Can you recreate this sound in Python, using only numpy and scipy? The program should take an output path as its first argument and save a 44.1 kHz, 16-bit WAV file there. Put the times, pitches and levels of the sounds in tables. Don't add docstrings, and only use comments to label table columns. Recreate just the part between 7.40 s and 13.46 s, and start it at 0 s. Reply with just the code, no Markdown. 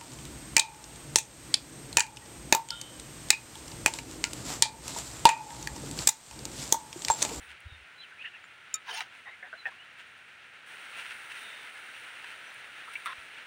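import sys
import numpy as np
from scipy import signal
from scipy.fft import rfft, irfft, next_fast_len
from scipy.io import wavfile
from scipy.ndimage import uniform_filter1d, map_coordinates

SR = 44100
rng = np.random.default_rng(int(sys.argv[2]) if len(sys.argv) > 2 else 0)


def master_out(mix):
    frames = np.transpose(np.atleast_2d(mix))
    ceiling = np.clip(frames, -1, 1)
    pcm = np.round(ceiling * 32767).astype(np.int16)
    wavfile.write(sys.argv[1], SR, pcm)


N = 267422
TIME = np.arange(N) / SR

SWISH_START_S, SWISH_ATTACK_S, SWISH_HOLD_S, SWISH_RELEASE_S = 1.437, 0.058, 0.124, 0.016


def amp(db):
    return 10 ** (np.asarray(db) / 20)


def unit(x):
    return x / np.sqrt(np.mean(x ** 2) + 1e-20)


def add(track, s, sound):
    start = round(s * SR)
    part = sound[max(-start, 0):N - start]
    track[max(start, 0):][:len(part)] += part


def wobble(rate):
    knots = rng.standard_normal(int(N * rate / SR) + 4)
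    return map_coordinates(knots, [TIME * rate])


def filtered(x, response):
    size = next_fast_len(len(x) + 8192)
    spectrum = rfft(x, size) * response(np.fft.rfftfreq(size, 1 / SR))
    return irfft(spectrum, size)[:len(x)]


def gain(points, hz):
    point_hz, point_db = np.transpose(points)
    return amp(np.interp(np.log(hz + 1), np.log(point_hz), point_db))


def coloured(x, points):
    return unit(filtered(x, lambda hz: gain(points, hz)))


def grit(rate, share):
    slips = (rng.random(N) < rate / SR) * rng.standard_normal(N)
    share = np.clip(share, 0, 1)
    smooth = rng.standard_normal(N)
    return np.sqrt(share) * unit(slips) + np.sqrt(1 - share) * smooth


def swell(length):
    return np.sin(np.linspace(0, np.pi, max(round(length * SR), 2)))


def swells(rows):
    out = np.zeros(N)
    for s, length, db in rows:
        add(out, s, amp(db) * swell(length))
    return out


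def stroke(start, attack, hold, release):
    t = TIME - start
    build_up = np.clip(t / attack, 0, 1) ** 2
    return build_up * np.exp(-np.maximum(t - attack - hold, 0) / release)


def chatter(rate, depth_db):
    slips = np.cumsum(rng.uniform(0.5, 1.5, 4000)) / rate
    phase = np.interp(TIME, slips, np.arange(len(slips))) % 1
    return unit(uniform_filter1d(amp(-depth_db * phase), size=24))


def patchy(x, depth_db):
    bins = signal.stft(x, nperseg=256)[2]
    across_bins = uniform_filter1d(rng.standard_normal(bins.shape), size=2, axis=0)
    field = uniform_filter1d(across_bins, size=7, axis=1)
    return unit(signal.istft(bins * amp(depth_db * unit(field)))[1][:N])


def rough_tone(size, start_hz, end_hz, width_hz):
    phase = 2 * np.pi * np.cumsum(np.linspace(start_hz, end_hz, size)) / SR
    a, b = [filtered(rng.standard_normal(size), lambda hz: 1 / (1 + (2 * hz / width_hz) ** 2))
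            for _ in range(2)]
    tone = a * np.cos(phase) + b * np.sin(phase)
    return unit(tone / np.sqrt(np.hypot(a, b)))


def glides(rows, width_hz):
    out = np.zeros(N)
    for s, length, start_hz, end_hz, db in rows:
        shape = swell(length)
        add(out, s, amp(db) * shape * rough_tone(len(shape), start_hz, end_hz, width_hz))
    return out


def air():
    # (frequency [Hz], density [dB per Hz])
    air_colour = [(25, -37), (50, -14.5), (90, -1.5), (135, -0.5), (220, -5), (400, -7), (900, -10.5),
                  (3000, -63)]
    return amp(-71.5) * coloured(rng.standard_normal(N), air_colour)


def hiss():
    # (frequency [Hz], density [dB per Hz])
    hiss_colour = [(50, -45), (120, -25.5), (250, -15.5), (560, -10.5), (760, -8), (1180, -8), (1340, 2.5),
                   (1700, 2), (2750, 0), (3300, -6.5), (4000, -11.5), (4900, -20), (7500, -24.5),
                   (11000, -40.5)]
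    fizz_colour = [(3000, -15.5), (3700, 2), (5000, -15), (5700, -2.5), (7400, -14), (7800, -3),
                   (9000, 5.5), (10300, -4), (10900, -15), (13800, -23), (14800, -4), (15700, -4),
                   (16100, -36)]
    # (time [s], length [s], level [dB])
    brushes = [(-.1, 0.24, -64.5), (1.72, 0.092, -75), (2.55, 0.32, -78), (3.56, 0.08, -61),
               (3.9, 0.21, -59), (5.44, 0.23, -61.5), (5.534, 0.0093, -58), (5.648, 0.027, -51),
               (5.7, 0.23, -66)]
    work_start_s, work_rise_s = 3.255, 0.022
    hiss_rest_db, hiss_work_db, hiss_follows_fizz = -52.5, -45.5, 0.3
    fizz_rest_db, fizz_crest_db, fizz_crest_s = -74, -59.5, 3.7
    fizz_rise_db_per_s, fizz_fall_db_per_s = 8.5, 3.5

    work = np.clip((TIME - work_start_s) / work_rise_s, 0, 1)
    before_crest_db = fizz_rise_db_per_s * (fizz_crest_s - TIME)
    after_crest_db = fizz_fall_db_per_s * (TIME - fizz_crest_s)
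    off_crest_db = np.maximum(before_crest_db, after_crest_db)
    hiss_db = (1 - work) * hiss_rest_db + work * (hiss_work_db - hiss_follows_fizz * off_crest_db)
    fizz_db = (1 - work) * fizz_rest_db + work * (fizz_crest_db - off_crest_db)

    broad = amp(hiss_db + 0.84 * wobble(25)) * coloured(grit(rate=2500, share=0.19), hiss_colour)
    fine_gain = np.hypot(amp(fizz_db + 0.33 * wobble(12)), swells(brushes))
    fine = fine_gain * coloured(grit(rate=3000, share=0.48), fizz_colour)
    return broad + fine


def bumps():
    # (time of the peak [s], peak level [dB], frequency [Hz], bell's standard deviation [s])
    pushes = [(0.023, -57, 65, 0.01), (0.114, -59, 72, 0.029), (0.268, -38, 78, 0.0075),
              (0.326, -43, 84, 0.0038), (0.352, -54, 77.4, 0.028), (0.422, -55, 69, 0.011),
              (5.788, -55, 80, 0.0054)]
    out, t = np.zeros(N), np.arange(-SR // 8, SR // 8) / SR
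    for s, db, hz, half in pushes:
        bell = np.exp(-0.5 * (t / half) ** 2)
        add(out, s + t[0], amp(db) * bell * np.cos(2 * np.pi * hz * t))
    return out


def chirps():
    # (time [s], length [s], start [Hz], end [Hz], level [dB])
    chirp_rows = [(0.266, 0.13, 3780, 3610, -58.5), (.572, 0.082, 4040, 3960, -51),
                  (1.03, 0.037, 7140, 7160, -67), (2.17, 0.063, 4090, 3940, -53),
                  (2.366, 0.087, 2690, 3120, -53.5), (5.055, .05, 6000, 5950, -63)]
    return glides(chirp_rows, width_hz=110)


def sand():
    # (time [s], peak level [dB])
    grains = [(0.204, -47.5), (3.265, -54), (5.144, -48), (5.659, -37)]
    # (frequency [Hz], density [dB per Hz])
    sand_colour = [(5000, -37), (8500, 2), (10500, 1), (12500, -17), (15500, -9)]
    out, t = np.zeros(N), np.arange(SR // 30) / SR
    for s, db in grains:
        burst = amp(-60 * t / 0.018) * coloured(rng.standard_normal(len(t)), sand_colour)
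        add(out, s, amp(db) * burst / np.abs(burst).max())
    return out


def ticks():
    # (time [s], peak level [dB], treble cut-off [Hz], splintering over the raw impulse [dB])
    snaps = [(1.042, -33, 2000, -26), (1.607, -17, 8000, -22.5), (1.6083, -29, 6000, -12),
             (4.5405, -35.5, 2500, -22), (4.8447, -27, 3500, -19), (5.2449, -33, 2500, -16),
             (5.659, -27, 5000, -15), (5.665, -25, 2000, -20), (5.676, -31, 2000, -19),
             (5.7312, -29.5, 1800, -18)]
    # (frequency [Hz], density [dB per Hz])
    tick_colour = [(250, -39), (800, -8), (2000, 9), (4000, 0.5), (5500, -8.5), (9000, -4), (13000, -30),
                   (16000, -19)]
    out, t = np.zeros(N), np.arange(-SR // 200, SR // 40) / SR
    for s, db, cut_hz, splinter_db in snaps:
        decay = (t > 0) * amp(splinter_db - 60 * np.abs(t) / 0.015)
        splinters = decay * rng.standard_normal(len(t))
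        impulse = t == 0
        snap = filtered(impulse + splinters, lambda hz: gain(tick_colour, hz) / (1 + (hz / cut_hz) ** 2))
        add(out, s + t[0], amp(db) * snap / np.abs(snap).max())
    return out


def squeaks():
    # (time [s], length [s], start [Hz], end [Hz], level [dB])
    squeak_rows = [(0.607, 0.066, 3670, 2300, -51), (0.7, 0.06, 1480, 1760, -51.5),
                   (0.776, 0.054, 2200, 2780, -45.5), (0.813, 0.02, 2680, 2850, -42.5),
                   (0.826, 0.074, 2600, 2950, -44), (0.836, 0.035, 1890, 1870, -40),
                   (.852, 0.017, 2718, 2830, -40), (.866, 0.023, 1800, 1820, -47),
                   (0.929, 0.05, 2750, 2480, -48.5), (0.932, 0.046, 1550, 1950, -51.5),
                   (1.905, 0.065, 2080, 2230, -49.5), (2.314, .018, 1060, 1030, -53.5),
                   (3.88, 0.43, 3725, 3590, -56), (5.474, 0.021, 1313, 1320, -42)]
    return chatter(rate=150, depth_db=4) * glides(squeak_rows, width_hz=250)


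def slides():
    # (time [s], length [s], start of main pitch [Hz], end of main pitch [Hz], level [dB])
    slide_rows = [(1.853, 0.06, 1898, 1993, -45), (2.034, 0.0596, 1880, 1640, -52),
                  (2.268, 0.033, 1880, 1620, -44)]
    # (multiple of its main pitch [ratio], level [dB])
    slide_ring = [(.28, -20), (.41, -11), (.56, -10), (1, 1), (1.44, -25), (1.92, -16)]
    out = np.zeros(N)
    for s, length, start_hz, end_hz, db in slide_rows:
        shape = swell(length)
        ring = sum(amp(level) * rough_tone(len(shape), k * start_hz, k * end_hz, width_hz=160)
                   for k, level in slide_ring)
        add(out, s, amp(db) * shape * ring)
    return out


def knocks():
    # (time [s], level [dB], main pitch [Hz],
    # upper mode [Hz], upper mode over the main one [dB], change of the low modes [dB])
    contacts = [(2.0271, -31.5, 1720, 2060, -2, 3), (2.0305, -34.5, 1740, 2060, -3, 0),
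                (2.038, -34, 1720, 2020, -5, 1), (2.0435, -36, 1710, 1960, -6, 0),
                (2.053, -37, 1710, 1900, -2, -2), (2.063, -37, 1660, 1900, -14, -3),
                (2.1289, -28.5, 1530, 2150, -20, 0), (2.1365, -29.5, 1480, 2100, -20, 1),
                (2.1505, -33.5, 1620, 2000, -14, 0), (2.255, -21, 1843, 2560, -5.5, -2),
                (2.2609, -20.5, 1825, 2500, -8, 0), (2.2644, -29.5, 1930, 2620, 0, -1),
                (2.2686, -24.5, 1780, 2550, -16, 0), (5.5543, -25, 2270, 2630, -2.5, -15),
                (5.5574, -28, 2300, 2650, -3, -13), (5.5626, -29, 2350, 2720, -6, -13),
                (5.5662, -34, 2410, 2800, -4, -15)]
    # (multiple of its main pitch [ratio], level [dB], 60 dB decay time [s])
    stick_modes = [(.33, -22.5, 0.045), (0.425, -17, 0.06), (.57, -24, 0.025), (0.93, -12, .035),
                   (1, 0, 0.027), (1.12, -14.5, 0.023)]
    upper_t60_s, attack_s = 0.023, 0.0011
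    out, t = np.zeros(N), np.arange(SR // 6) / SR
    for s, db, pitch, upper_hz, upper_db, low_db in contacts:
        modes = [(k, level + low_db * (k < 2 / 3), t60) for k, level, t60 in stick_modes]
        modes.append((upper_hz / pitch, upper_db, upper_t60_s))
        ring = np.zeros(len(t))
        for k, level, t60 in modes:
            decay = amp(level + rng.normal(0, 1) - 60 * t / t60)
            ring += decay * np.sin(2 * np.pi * k * pitch * t)
        noise = rng.standard_normal(len(t))
        rub = unit(filtered(noise, lambda hz: 1 / (1 + ((hz - pitch) / 450) ** 2)))
        attack = 1 - np.exp(-t / attack_s)
        add(out, s, amp(db) * attack * (ring + amp(-28 - 60 * t / 0.054) * rub))
    return out


def clink():
    # (time [s], level [dB])
    strikes = [(1.341, -20), (1.3521, -37), (1.3555, -35)]
    # (frequency [Hz], level [dB], 60 dB decay time [s])
    metal_modes = [(1283, -3.5, 0.12), (2417, -14, 0.072), (3725, -17, 0.1), (4630, -23, 0.06),
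                   (5510, -11, 0.028), (5600, -12, .018), (6405, -19, .035), (6500, -12, 0.033),
                   (6976, -0.5, 0.034), (7016, -12, 0.053), (7300, -11, 0.024), (7300, -13, .024),
                   (8773, -17, 0.037), (9230, -13, 0.028), (10100, -13, 0.016), (12100, -23, 0.02),
                   (15300, -23, .022)]
    # (frequency [Hz], density [dB per Hz])
    crack_colour = [(800, -23), (2800, -4), (4000, -22), (5100, -22), (5550, -1), (6100, -15), (6700, 1),
                    (7500, 4), (7900, -22), (8300, -18), (8900, 1), (10200, 2), (10650, -20), (12100, -6),
                    (13200, -24), (15500, -12)]
    out, t = np.zeros(N), np.arange(SR // 4) / SR
    for s, db in strikes:
        ring = np.zeros(len(t))
        for hz, level, t60 in metal_modes:
            build_up = 1 - np.exp(-t / 0.013 * (hz / 2000) ** 3)
            decay = amp(level + rng.normal(0, 1) - 60 * t / t60)
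            ring += decay * build_up * np.sin(2 * np.pi * hz * t)
        crack = amp(-15.5 - 60 * t / 0.03) * coloured(rng.standard_normal(len(t)), crack_colour)
        add(out, s, amp(db) * (ring + crack))
    return out


def stem():
    # (time [s], length [s], start [Hz], end [Hz], level [dB])
    drag_tones = [(1.478, 0.034, 3780, 3750, -49), (1.478, 0.043, 1620, 1666, -40.5),
                  (1.485, 0.021, 955, 940, -40), (1.495, 0.059, 430, 470, -55.5),
                  (1.506, .018, 3040, 3010, -38), (1.515, 0.054, 700, 750, -48.5),
                  (1.528, .028, 1770, 1740, -45), (1.533, .026, 9140, 9200, -47.5),
                  (1.535, .03, 3080, 3110, -45), (1.55, .04, 3570, 3530, -48),
                  (1.55, .035, 6480, 6530, -50), (1.558, 0.048, 2720, 2700, -44),
                  (1.563, 0.056, 890, 864, -43), (1.596, .034, 770, 730, -47.5)]
    # (frequency [Hz], level [dB], 60 dB decay time [s])
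    spring_modes = [(1284, -39.5, 0.086), (2020, -34, 0.049), (2830, -34.5, 0.05), (3960, -30, 0.027)]
    spring_s, attack_s = 1.607, 0.0007
    out, t = glides(drag_tones, width_hz=97), np.arange(SR // 10) / SR
    ring = sum(amp(db - 60 * t / t60) * np.sin(2 * np.pi * hz * t) for hz, db, t60 in spring_modes)
    add(out, spring_s, (1 - np.exp(-t / attack_s)) * ring)
    return out


def crackle():
    flicks_per_s, loudest_db, spread_db = 700, 4, 14
    low_hz, high_hz, decay_s = 1180, 6000, 0.0021
    out, t = np.zeros(N), np.arange(SR // 40) / SR
    span = SWISH_ATTACK_S + SWISH_HOLD_S + 4 * SWISH_RELEASE_S
    for when, height, softness in rng.random((int(flicks_per_s * span), 3)):
        cycles = low_hz * (high_hz / low_hz) ** height * t
        ring = np.sin(2 * np.pi * cycles) * (1 - np.exp(-cycles)) * np.exp(-t / decay_s)
        add(out, SWISH_START_S + when * span, amp(loudest_db - spread_db * softness) * ring)
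    return out


def swish():
    # (frequency [Hz], density [dB per Hz])
    swish_colour = [(200, -55), (420, -22), (580, -22), (800, 2.5), (1150, -2), (1700, 2), (2300, 0.5),
                    (3000, 2), (3600, -7), (6200, -7.5), (7600, -23), (9300, -12.5), (10500, -28),
                    (13500, -35), (15500, -17)]
    # (time [s], length [s], level relative to the stroke [dB])
    catches = [(1.458, 0.022, -1), (1.488, 0.016, -3), (1.507, 0.01, -5), (1.545, .009, -10),
               (1.579, 0.0065, -9), (1.6045, .007, -7), (1.613, 0.011, -10)]
    # (time [s], length [s], level [dB])
    leaf_stir = [(1.43, 0.27, -54.5)]
    sweep_db, dull_db, lift_db = -42.5, -5, 9.5
    bright_s, bright_spread_s = 1.577, 0.042

    sweep = stroke(SWISH_START_S, SWISH_ATTACK_S, SWISH_HOLD_S, SWISH_RELEASE_S) * (1 + swells(catches))
    bright_db = dull_db + lift_db * np.exp(-0.5 * ((TIME - bright_s) / bright_spread_s) ** 2)
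    rustle = coloured(grit(rate=1500, share=0.39), swish_colour)
    rustle = patchy(rustle, depth_db=2.5) + crackle()
    low = filtered(rustle, lambda hz: 1 / (1 + (hz / 3100) ** 4))
    leaves = low * amp(-bright_db / 2) + (rustle - low) * amp(bright_db)
    sweep_gain = sweep * amp(sweep_db) * chatter(rate=130, depth_db=2)
    return np.hypot(sweep_gain, swells(leaf_stir)) * leaves


def scrape():
    # (frequency [Hz], density [dB per Hz])
    scrape_colour = [(300, -29), (780, -24), (1040, 2), (1200, -1), (1340, 2), (2000, -2.5), (2900, -9),
                     (3700, -10.5), (4700, -32), (5600, -23), (7000, -42), (9000, -21), (13000, -42)]
    # (frequency [Hz], width [Hz], level relative to the stroke [dB], extra fade [dB per s])
    scrape_ring = [(1067, 110, -5.5, -10), (1340, 150, 7.5, 400), (1750, 450, -7.5, 0),
                   (3590, 650, -6.5, 80)]
    start_s, attack_s, hold_s, release_s = 5.6565, 0.003, 0.072, 0.002
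    level_db, fade_db_per_s = -41.5, 22
    bite_db, bite_s = 6, 0.018

    age = np.maximum(TIME - start_s, 0)
    push = stroke(start_s, attack_s, hold_s, release_s)
    bite = amp(bite_db * np.exp(-(age / bite_s) ** 2))
    friction = coloured(grit(rate=3000, share=0.32), scrape_colour)
    grating = bite * chatter(rate=260, depth_db=8) * friction
    ring = sum(amp(db - fade * age) * rough_tone(N, hz, hz, width) for hz, width, db, fade in scrape_ring)
    return amp(level_db - fade_db_per_s * age) * push * (grating + ring)


def crumbling():
    # (time [s], length [s], level [dB])
    crumbles = [(0.07, 0.078, -49), (1.704, 0.12, -54), (2.257, 0.041, -48.5), (2.575, 0.053, -50.5),
                (3.553, 0.088, -41.5), (3.625, 0.074, -45.5), (3.692, .04, -43.5), (3.893, .04, -43.5),
                (3.94, 0.066, -47.5), (4.07, .08, -49.5), (4.516, 0.16, -50.5), (4.835, 0.13, -49),
                (5.525, 0.026, -46.5)]
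    # (frequency [Hz], density [dB per Hz])
    crumble_colour = [(600, -49), (950, 0.5), (1150, -12.5), (1400, 3.5), (2700, 6), (3500, -2.5),
                      (4800, -14), (7400, -19), (9000, -13.5), (12000, -33.5), (15500, -24)]
    return swells(crumbles) * coloured(grit(rate=570, share=0.45), crumble_colour)


def scene():
    background = air() + hiss() + bumps() + chirps()
    small_sounds = sand() + ticks() + squeaks()
    sticks_and_metal = slides() + knocks() + clink()
    leaves_and_soil = stem() + swish() + scrape() + crumbling()
    return (background + small_sounds + sticks_and_metal + leaves_and_soil)[None]


def record(dry):
    return np.array([filtered(x, lambda hz: hz < 15900) for x in dry])


dry = scene()
out = record(dry)
master_out(out)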